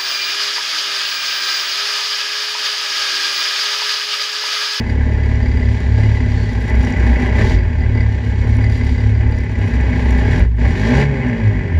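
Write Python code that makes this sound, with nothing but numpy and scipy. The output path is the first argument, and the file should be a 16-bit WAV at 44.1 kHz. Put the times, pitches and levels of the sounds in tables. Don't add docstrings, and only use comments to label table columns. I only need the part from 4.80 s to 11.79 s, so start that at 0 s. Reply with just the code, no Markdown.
import sys
import numpy as np
from scipy import signal
from scipy.fft import rfft, irfft, next_fast_len
from scipy.io import wavfile
from scipy.ndimage import uniform_filter1d, map_coordinates

SR = 44100
rng = np.random.default_rng(int(sys.argv[2]) if len(sys.argv) > 2 else 0)


def linear_from_db(decibels):
    return 10 ** (np.asarray(decibels, float) / 20)


def inscribe(sig):
    pcm = np.round(np.clip(np.atleast_2d(sig).T, -1, 1) * 32767)
    wavfile.write(sys.argv[1], SR, pcm.astype(np.int16))


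N = 308259


def unit(x):
    return x / np.sqrt(np.mean(x ** 2) + 1e-20)


def along(points, hz):
    f, v = np.transpose(points)
    return np.interp(np.log(hz + 1), np.log(f + 1), v)


def curves(rows):
    s, *cols = np.transpose(rows)
    return [np.interp(np.arange(N) / SR, s, c) for c in cols]


def wobble(knots_per_s):
    knots = rng.standard_normal(int(N * knots_per_s / SR) + 4)
    return map_coordinates(knots, [np.arange(N) * knots_per_s / SR])


def filtered(x, response):
    m = next_fast_len(N + SR // 2)
    return unit(irfft(rfft(x, m) * response(np.fft.rfftfreq(m, 1 / SR)), m)[:N])


def mode(hz, width_hz):
    return lambda f: 1j * f * width_hz / (hz * hz - f * f + 1j * f * width_hz)


def spells(rows, shape):
    t = np.arange(N) / SR
    return sum(shape(t - s, *rest) for s, *rest in rows)


def struck(events, modes, spread_db):
    rise_cycles = 1.5
    out, t = np.zeros(N + SR), np.arange(SR // 20) / SR
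    mix = rng.standard_normal((len(events), len(modes)))
    for (s, db), chances in zip(events, mix):
        for (hz, level_db, t60_s), chance in zip(modes, chances):
            decay = linear_from_db(db + level_db + spread_db * chance - 60 * t / t60_s)
            rise = 1 - np.exp(-t * hz / rise_cycles)
            out[round(s * SR):][:len(t)] += decay * np.sin(2 * np.pi * hz * t) * rise
    return out[:N]


def beats(turns):
    return np.diff(np.floor(turns), prepend=0).clip(0)


def firings(turns, scatter_db, weak_db):
    size_db = scatter_db * rng.standard_normal(400) + weak_db * (np.arange(400) % 2)
    return linear_from_db(size_db[turns.astype(int)])


def puffs(turns, size, lag, life, rest):
    u = (turns + lag) % 1
    burst = size * np.exp(-u / life) * (1 - np.exp(-u / .03))
    return (burst + rest) * rng.standard_normal(N)


def crank_speed():
    # time in seconds, firing rate in Hz.
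    speed = [(0, 35.54), (1.62, 35.1), (1.85, 31.06), (2.5, 30.82), (2.63, 34.7), (2.77, 46.75),
             (2.94, 38.41), (3.1, 35.01), (4.6, 35.2), (4.95, 31.48), (5.45, 31), (5.62, 48), (5.67, 29.61),
             (5.84, 29.58), (5.95, 45.46), (6.12, 61.55), (6.22, 71.62), (6.3, 69.45), (6.68, 52.62),
             (6.99, 40.4)]
    return curves(speed)[0]


def engine_load():
    # time in seconds, load in dB.
    load = [(0, 1), (1.7, 0), (2.45, 8), (2.52, 4.5), (2.62, 11), (2.74, -1), (2.83, -1), (4.74, -1),
            (5.02, 3.5), (5.53, 7), (5.62, 6), (5.84, 4.5), (5.94, 2), (6.13, 9.5), (6.22, 11.5),
            (6.26, 1.5), (6.34, 1.8), (6.99, 1)]
    # time in seconds, jolt in dB.
    jolts = [(0.886, 0), (1.18, 5), (1.889, 3.5), (2.704, 5), (3.01, 2.5), (3.15, 3), (3.783, 4),
             (4.0, 1.5), (3.27, -2.5), (3.62, 4), (4.18, 1.5), (4.4, 4), (4.786, 3), (5.6, 1.5),
             (5.845, 3.5), (6.42, 3)]
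    rise_s, settle_s = .006, 0.094

    def jolt(t, db):
        return db * np.clip(t / rise_s, 0, 1) * np.exp(-abs(t) / settle_s)

    cut_s, cut_length_s, cut_db, fall_s, back_s = 5.625, .19, 17, 0.06, 0.06
    t = np.arange(N) / SR - cut_s
    cut = cut_db * np.clip(np.minimum(t / fall_s, (cut_length_s - t) / back_s), 0, 1)
    return curves(load)[0] + spells(jolts, jolt) - cut


def stumbles():
    # time in seconds, half length in seconds, loss of orders 1, 2 and 3 in dB (under 0 a swell).
    weak_spells = [(0.02, 0.09, 4, 13.5, 14), (.5, 0.05, -3, 0, 0), (1.0, .07, 12, 5, 22),
                   (1.66, 0.081, 10, 12.5, 4.5), (1.78, 0.077, 15, 30, 3), (1.88, 0.057, 5, 18, 12.5),
                   (2.1, 0.096, 6, 25, -2), (2.4, 0.056, 5, 7, 8.5), (2.66, 0.055, 3, 0.5, -7),
                   (2.92, 0.15, 8, 7.5, 11), (3.43, 0.13, 16, 9, 6), (3.65, 0.03, 6, 18, 9.5),
                   (4.68, 0.095, 16, 21, 10), (4.87, 0.11, 12, 22, -4.5), (4.92, 0.034, 9, 4, 15.5),
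                   (5.15, 0.13, 6, 13, -1.5), (5.56, 0.032, 1, 10.5, -11), (5.95, 0.067, 8, 4.5, 12.5),
                   (6.38, 0.044, 3, 1, 1.5), (6.57, 0.084, 1, 8.5, 2), (6.68, 0.073, 5, -10, 3),
                   (6.8, 0.068, 12, 7, 5), (6.9, 0.078, 15, 6, 7), (6.97, 0.06, 12, -6, 13)]
    return spells(weak_spells, lambda t, half_s, *db: np.outer(db, np.clip(1 - abs(t) / half_s, 0, 1)))


def exhaust_levels(firing_hz, load_db, lost_db):
    # firing rate in Hz, level of orders 1, 2 and 3 in dB, growl change in dB.
    orders_at = [(28.8, -39.5, -13.5, -36, 0), (31.2, -34, -11.5, -23, 0), (35.2, -25, -16, -16.5, 0.4),
                 (37.7, -21.5, -11.5, -29.5, 1.2), (48, -19.5, -16.5, -30, -1.5),
                 (54, -21.5, -19, -28, 0.5), (65, -23.5, -23.5, -42.5, 5), (70.5, -26, -18.5, -25.5, 3)]
    speeds, *levels = np.transpose(orders_at)
    first, second, third, favour_db = (np.interp(firing_hz, speeds, db) for db in levels)
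    orders_db = [first + 0.6 * load_db - lost_db[0], second - lost_db[1], third - lost_db[2]]
    return orders_db, -25.5 + 0.87 * load_db + favour_db - 0.11 * lost_db[2]


def crank(firing_hz):
    # time in seconds, cylinder (0 strong, 1 weak).
    fired = [(0.207, 0), (0.459, 1), (0.798, 1), (1.147, 1), (1.487, 1), (3.063, 1), (3.26, 0), (3.611, 0),
             (3.895, 0), (4.206, 1), (4.548, 1)]
    turns = np.cumsum(firing_hz) / SR
    s, weak = np.transpose(fired)
    slip = np.unwrap((weak - turns[(s * SR).astype(int)] + 1) % 2 - 1, period=2)
    slip = np.interp(np.arange(N) / SR, s, slip)
    return 2 + turns + uniform_filter1d(slip, size=SR // 10)


def exhaust(turns, firing_hz, orders_db, growl_db):
    # frequency in Hz, level in dB per Hz.
    pipe_points = [(76, -40.5), (130, -7.5), (135, -2.5), (162, -4), (189, -9), (207, -5), (243, 3),
                   (259, -1), (275, -12), (297, -8), (322, -20), (354, -10.5), (427, -11), (521, -20),
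                   (580, -20.5), (750, -28.5), (1280, -120)]
    low = 0
    for k, db, lag_rad in zip((1, 2, 3), orders_db, (1.9, 2., 2.1)):
        low = low + linear_from_db(db + 3 + 1.5 * wobble(14)) * np.cos(2 * np.pi * k * turns - lag_rad)
    even = np.clip((firing_hz - 36) / 20, 0, 1)
    uneven = turns + (.012 - .007 * even) * wobble(30)
    echo = 0.55 * even * beats(uneven + .5)
    size = firings(turns, scatter_db=-0.64, weak_db=-3.0)
    blows = (beats(uneven) + echo) * size * np.sqrt(35 / firing_hz)

    def pipe(f):
        return linear_from_db(along(pipe_points, f))

    def silencer(f):
        return np.exp(-1j * np.pi * .016 * f * f / 600)

    pulses = filtered(blows, lambda f: pipe(f) * silencer(f))
    rush = filtered(puffs(turns, 1.0, lag=0.63, life=0.54, rest=0.84), pipe)
    growl = (.72 - .3 * even) * pulses + (.63 - .2 * even) * rush
    return low + linear_from_db(growl_db) * growl, blows * even


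def singing(turns, firing_hz, load_db):
    # frequency in Hz, level in dB.
    sing_at = [(150, -36), (205, -34), (248, -17.5), (300, -39), (410, -27.5), (465, -38.5), (540, -32.5),
               (700, -48)]
    # order, level in dB.
    upper_orders = [(4, 4.5), (5, -6), (6, -3), (7, -2.5), (8, -1), (9, -7.5), (10, -5), (12, -6)]
    fast = np.clip((firing_hz - 36.5) / 9, 0, 1)
    out = 0
    for k, db in upper_orders:
        level_db = db + along(sing_at, k * firing_hz) + .75 * (load_db - 4) + 2.2 * wobble(14)
        out = out + linear_from_db(level_db) * np.cos(2 * np.pi * k * turns + k * k + .05 * k * wobble(25))
    return fast * out


def buzz_level(load_db):
    # start in seconds, length in seconds, level over rest in dB.
    buzzes = [(0.06, 0.046, 17), (.3, 0.34, 5), (0.62, 0.27, 13.5), (1.15, 0.28, 9), (1.45, 0.12, 8),
              (1.89, 0.38, 4), (2.68, 0.15, 10.5), (2.99, 0.057, 14), (3.14, 0.1, 14.5), (3.8, .42, 13),
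              (4.35, 0.049, 14), (4.5, 0.12, 10), (6.12, 0.09, -1)]
    rest_db, edge_s = -64.5, 0.035

    def buzz(t, length_s, db):
        return db * np.clip(np.minimum(t, length_s - t) / edge_s + .5, 0, 1)

    return rest_db + load_db + spells(buzzes, buzz)


def rattle(turns, size, clear_blows, panel_db, wall_db, ring_db):
    # frequency in Hz, level in dB per Hz.
    slope = [(260, -10.5), (450, -1.5), (523, -14), (618, -1), (706, -26.5), (774, -1.5), (869, -6.5),
             (937, -8.5), (1020, -6), (1290, -20), (1570, -4.5), (1870, -11.5), (1980, -19), (2720, -18.5),
             (3300, -21.5), (4290, -49.5), (7260, -120)]
    # frequency in Hz, width in Hz, level over the slope in dB.
    panel_modes = [(638.5, 8.3, 11), (826, 2.5, 9), (873, 12, 10.5), (1067, 9.5, -17.5), (1646, 16, 11.5),
                   (1787, 61, 11.5), (1996, 95, 22.5), (2195, 27, 23), (2322, 99, 13), (2514, 90, 12),
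                   (2882, 17, 14), (3294, 39, 7.5)]

    def body(f):
        peaks = 1 + sum((linear_from_db(db) - 1) * abs(mode(hz, w)(f)) ** 2 for hz, w, db in panel_modes)
        return linear_from_db(along(slope, f)) * peaks

    def upper(f):
        return 1 / (1 + (1290 / (f + 1)) ** 12)

    shake = unit(puffs(turns, size, lag=0, life=.2, rest=.62))
    taps = unit(beats(turns) * size)
    panels = filtered(shake + .18 * unit(clear_blows), lambda f: body(f) * (1 - upper(f)))
    wall = filtered(shake + 0.1 * taps, lambda f: body(f) * upper(f))
    buzz = unit(puffs(turns, size, lag=0, life=.12, rest=.08))
    high_ring = filtered(buzz + 1.6 * taps, lambda f: mode(4745, 170)(f) ** 2)
    low_ring = filtered(taps + 0.67 * shake, lambda f: mode(2023, 120)(f) ** 2)
    ring = high_ring + linear_from_db(10) * low_ring
    steady_panel_db = -38.5 - 13.5
    return (linear_from_db(panel_db) + linear_from_db(steady_panel_db)) * panels + linear_from_db(wall_db) * wall + linear_from_db(ring_db + 2.0) * ring


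def case_raps():
    # time in seconds, peak in dB.
    raps = [(0.0982, -23.5), (0.183, -24), (0.4315, -24.5), (0.6614, -20), (0.7712, -20.5), (0.8864, -17.5),
            (1.2321, -27.5), (1.3179, -20.5), (1.4028, -16.5), (1.4611, -22), (1.8882, -14),
            (2.1346, -17.5), (2.1665, -23), (2.2543, -20.5), (2.3885, -18.5), (2.5152, -25.5),
            (2.5477, -20), (2.5836, -14.5), (2.7038, -17), (3.1483, -22.5), (3.1777, -13.5), (3.2062, -18),
            (3.724, -24.5), (3.7843, -24.5), (3.8382, -22.5), (3.8971, -24), (3.951, -23), (4.0098, -28.5),
            (4.0647, -18.5), (4.377, -26), (4.4633, -21.5), (4.5182, -24), (5.1358, -17), (5.4645, -17.5),
            (5.5992, -21.5), (5.8626, -14.5), (6.0542, -12.5), (6.132, -16.5), (6.1604, -16.5),
            (6.4478, -25)]
    # frequency in Hz, level in dB, t60 in seconds.
    rap_modes = [(1630, -6, .03), (1800, -10.5, .03), (1990, 3, 0.026), (2210, -6.5, 0.053),
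                 (840, -7.5, .03), (4840, -19, .02)]
    return struck([(s, db - 8) for s, db in raps], rap_modes, spread_db=3.0)


def intake(turns, size):
    # time in seconds, hiss level in dB.
    throttle = [(0, -47), (1.62, -41), (1.86, -44), (2.04, -41.5), (2.53, -41.5), (2.61, -35.5),
                (2.74, -34.5), (2.8, -49), (4.07, -42), (4.5, -48.5), (5.57, -38.5), (5.63, -42),
                (5.67, -56), (5.76, -59), (5.8, -43), (6.215, -31), (6.27, -46.5), (6.99, -48.5)]
    # frequency in Hz, level in dB per Hz.
    hiss_points = [(1710, -16.5), (2900, -1), (3120, -1), (3340, -1), (3560, -4), (3820, -1.5),
                   (4470, -4.5), (4610, -4), (4830, -2.5), (5210, -12), (5670, -4.5), (6280, -13),
                   (7130, -9.5), (8000, -22), (10400, -51), (17600, -120)]
    # frequency in Hz, level in dB per Hz.
    jet_points = [(6800, -39), (8000, -7), (8800, -11), (9600, -7.5), (10500, -11.5), (12000, -14.5),
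                  (13800, -20), (14400, -19), (15200, -64.5)]
    hiss_db, = curves(throttle)
    swirl = wobble(21.88)
    hiss = filtered(puffs(turns, size, lag=0, life=1.0, rest=0.9), lambda f: linear_from_db(along(hiss_points, f)))
    jet = filtered(puffs(turns, size, lag=0, life=.4, rest=0.58), lambda f: linear_from_db(along(jet_points, f)))
    jet_db = -68.0 + 1.1 * (hiss_db + 44) + 2.2 * swirl
    return linear_from_db(hiss_db - 2.0 + 1.0 * swirl) * hiss + linear_from_db(jet_db) * jet


def frame(growl_db):
    # frequency in Hz, level in dB per Hz.
    rumble_points = [(20, -42), (32, -30), (45, -2.5), (70, -3), (90, -0.5), (120, -4.5), (150, -39.5),
                     (250, -84.5)]
    boom = filtered(rng.standard_normal(N), lambda f: mode(58, 9)(f) ** 2)
    rumble = filtered(rng.standard_normal(N), lambda f: linear_from_db(along(rumble_points, f)))
    return linear_from_db(-24.5) * boom + linear_from_db(-25.5 + .6 * (growl_db + 23)) * rumble


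def lurches():
    # time in seconds, peak in dB, frequency in Hz.
    lurch_events = [
        (2.72, -1, 51.4),
        (5.59, 1, 59.4),
        (5.99, -20.5, 51.6),
    ]
    rise_s, t60_s = 0.022, 0.54

    def swing(t, db, hz):
        t = t.clip(0)
        return linear_from_db(db - 60 * t / t60_s) * (1 - np.exp(-(t / rise_s) ** 2)) * np.sin(2 * np.pi * hz * t)

    return spells(lurch_events, swing)


def squeak():
    at_s, half_s = 1.625, 0.056
    rub = filtered(rng.standard_normal(N), lambda f: mode(4440, 200)(f) ** 2)
    return linear_from_db(-44.5) * rub * np.exp(-((np.arange(N) / SR - at_s) / half_s) ** 2)


def neighbour():
    # frequency in Hz, level in dB rms.
    hum_tones = [(53.7, -58.5), (107.4, -26.5), (161.1, -39)]
    # time in seconds, turns done.
    cam = [(-0.0376, -5), (1.0031, 9), (1.8255, 20), (2.6458, 31), (3.6937, 45), (4.0697, 50), (4.5137, 56),
           (5.3976, 68), (7.02, 90)]
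    # time in seconds, peak in dB.
    valve_reach = [(0, -62), (0.32, -51), (0.8, -56), (1.0, -50), (1.3, -57.5), (2.0, -41.5), (2.65, -53),
                   (2.85, -61), (3.5, -58.5), (3.77, -37.5), (4.1, -49.5), (4.35, -64), (4.55, -47),
                   (5.15, -48.5), (5.36, -36.5), (5.62, -51), (5.7, -49.5), (6.99, -60)]
    valves_db, scatter_db = [-3, -13, -13.5, -5.5], 3.5
    t = np.arange(N) / SR + 0.0024 * wobble(1.5)
    hum = sum(linear_from_db(db + 5.0 + 0.85 * wobble(1.4)) * np.sin(2 * np.pi * hz * t) for hz, db in hum_tones)
    short = np.arange(300) / SR
    bright = signal.butter(2, [7200, 11000], "bandpass", fs=SR, output="sos")
    ticks = np.zeros(N + len(short))
    cam_s, cam_turns = np.transpose(cam)
    for quarter in range(-16, 356):
        s = np.interp(quarter / 4, cam_turns, cam_s)
        db = np.interp(s, *np.transpose(valve_reach)) + valves_db[quarter % 4]
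        db = db + scatter_db * min(rng.normal(), 1)
        pitch, level = rng.uniform(size=2)
        high = signal.sosfilt(bright, rng.standard_normal(len(short)) * linear_from_db(-60 * short / 0.0025))
        low = linear_from_db(-9 + 9 * level - 60 * short / .007) * np.sin(2 * np.pi * (5500 + 2300 * pitch) * short)
        ticks[round(s * SR):][:len(short)] += linear_from_db(db + 1.0) * (high / abs(high).max() + low)
    return hum + ticks[:N]


def valve_ticks():
    # time in seconds, snap peak in dB, cover ring in dB.
    clear_ticks = [(0.2599, -49.5, -47), (0.3152, -50, -45.5), (0.335, -48.5, -45.5), (0.5377, -54, -48.5),
                   (0.5567, -54.5, -42.5), (0.7602, -53, -50), (1.0035, -50, -41.5), (1.7325, -44, -45),
                   (1.8063, -45.5, -48), (1.8253, -39.5, -45.5), (1.8816, -45, -44), (1.899, -39, -42.5),
                   (1.954, -43, -43.5), (1.9929, -43, -49), (2.0122, -48.5, -49), (2.03, -43, -42),
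                   (2.0493, -41.5, -35), (2.104, -42, -44), (2.1238, -49, -34), (2.1715, -50, -43.5),
                   (2.197, -49, -38.5), (2.2728, -46.5, -44.5), (2.403, -50.5, -42.5), (2.4214, -47, -39),
                   (2.5716, -46, -43), (2.5916, -46.5, -42), (2.6454, -39, -41), (3.4506, -49, -49.5),
                   (3.6751, -51.5, -49), (3.6932, -45.5, -45.5), (3.7499, -43.5, -48.5), (3.7684, -44, -46),
                   (3.8244, -50.5, -48), (3.8435, -48, -48.5), (3.8996, -46, -43.5), (3.9185, -43, -45),
                   (3.9746, -47, -46), (4.0497, -42, -48), (4.0682, -44, -42.5), (4.2722, -51, -45),
                   (4.4947, -53, -50), (4.5134, -46.5, -54), (4.569, -51, -48), (4.587, -44, -38),
                   (4.642, -49, -57), (4.7157, -48.5, -48), (4.7896, -43, -47), (4.8629, -49, -49),
                   (4.8823, -47.5, -45), (4.9367, -49, -48), (4.9555, -46, -48), (5.011, -45, -40.5),
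                   (5.3077, -39.5, -33.5), (5.3248, -42.5, -43), (5.3797, -48, -49.5), (5.3994, -44, -46.5),
                   (5.5962, -40.5, -50.5), (6.4857, -50.5, -45.5)]
    # frequency in Hz, level in dB, t60 in seconds.
    cover = [(5700, 1, 0.016), (7040, 1, 0.0094)]
    short, snaps = np.arange(300) / SR, np.zeros(N + SR)
    bright = signal.butter(2, [7400, 11500], "bandpass", fs=SR, output="sos")
    for s, db, _ in clear_ticks:
        noise = rng.standard_normal(len(short))
        snap = signal.sosfilt(bright, noise * linear_from_db(-60 * short / .004))
        snaps[round(s * SR):][:len(short)] += linear_from_db(db + 2.5) * snap / abs(snap).max()
    return snaps[:N] + struck([(s, db + 2) for s, _, db in clear_ticks], cover, spread_db=2)


def scene():
    load_db = engine_load()
    lost_db = stumbles()
    firing_hz = crank_speed() - .05 * lost_db[2]
    over_idle_hz = (firing_hz - firing_hz[0]).clip(0)
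    orders_db, growl_db = exhaust_levels(firing_hz, load_db, lost_db)
    turns = crank(firing_hz)
    knocks = turns - .05 + .14 * (1 - np.cos(np.pi * turns)) / 2
    size = firings(knocks, scatter_db=1.0, weak_db=-2.5)
    pipe_sound, clear_blows = exhaust(turns, firing_hz, orders_db, growl_db)
    pipe_sound = pipe_sound + singing(turns, firing_hz, load_db)
    panel_db = -38.5 + 1.29 * load_db
    wall_db = -35.5 + load_db + 0.065 * over_idle_hz
    body = rattle(knocks, size, clear_blows, panel_db, wall_db, buzz_level(load_db)) + case_raps()
    body = body + frame(growl_db - 0.7 * over_idle_hz)
    body = body + lurches() + squeak()
    alongside = neighbour() + valve_ticks()
    return (pipe_sound + body + intake(knocks, size) + alongside)[None]


def low_pass(x):
    return signal.sosfilt(signal.butter(12, 14500, fs=SR, output="sos"), x)


def record(dry):
    soft = dry / (1 + abs(dry / .9) ** 4) ** (1 / 4)
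    mix = signal.sosfilt(signal.butter(2, 24, "highpass", fs=SR, output="sos"), soft)
    return low_pass(mix)


dry = scene()
out = record(dry)
inscribe(out)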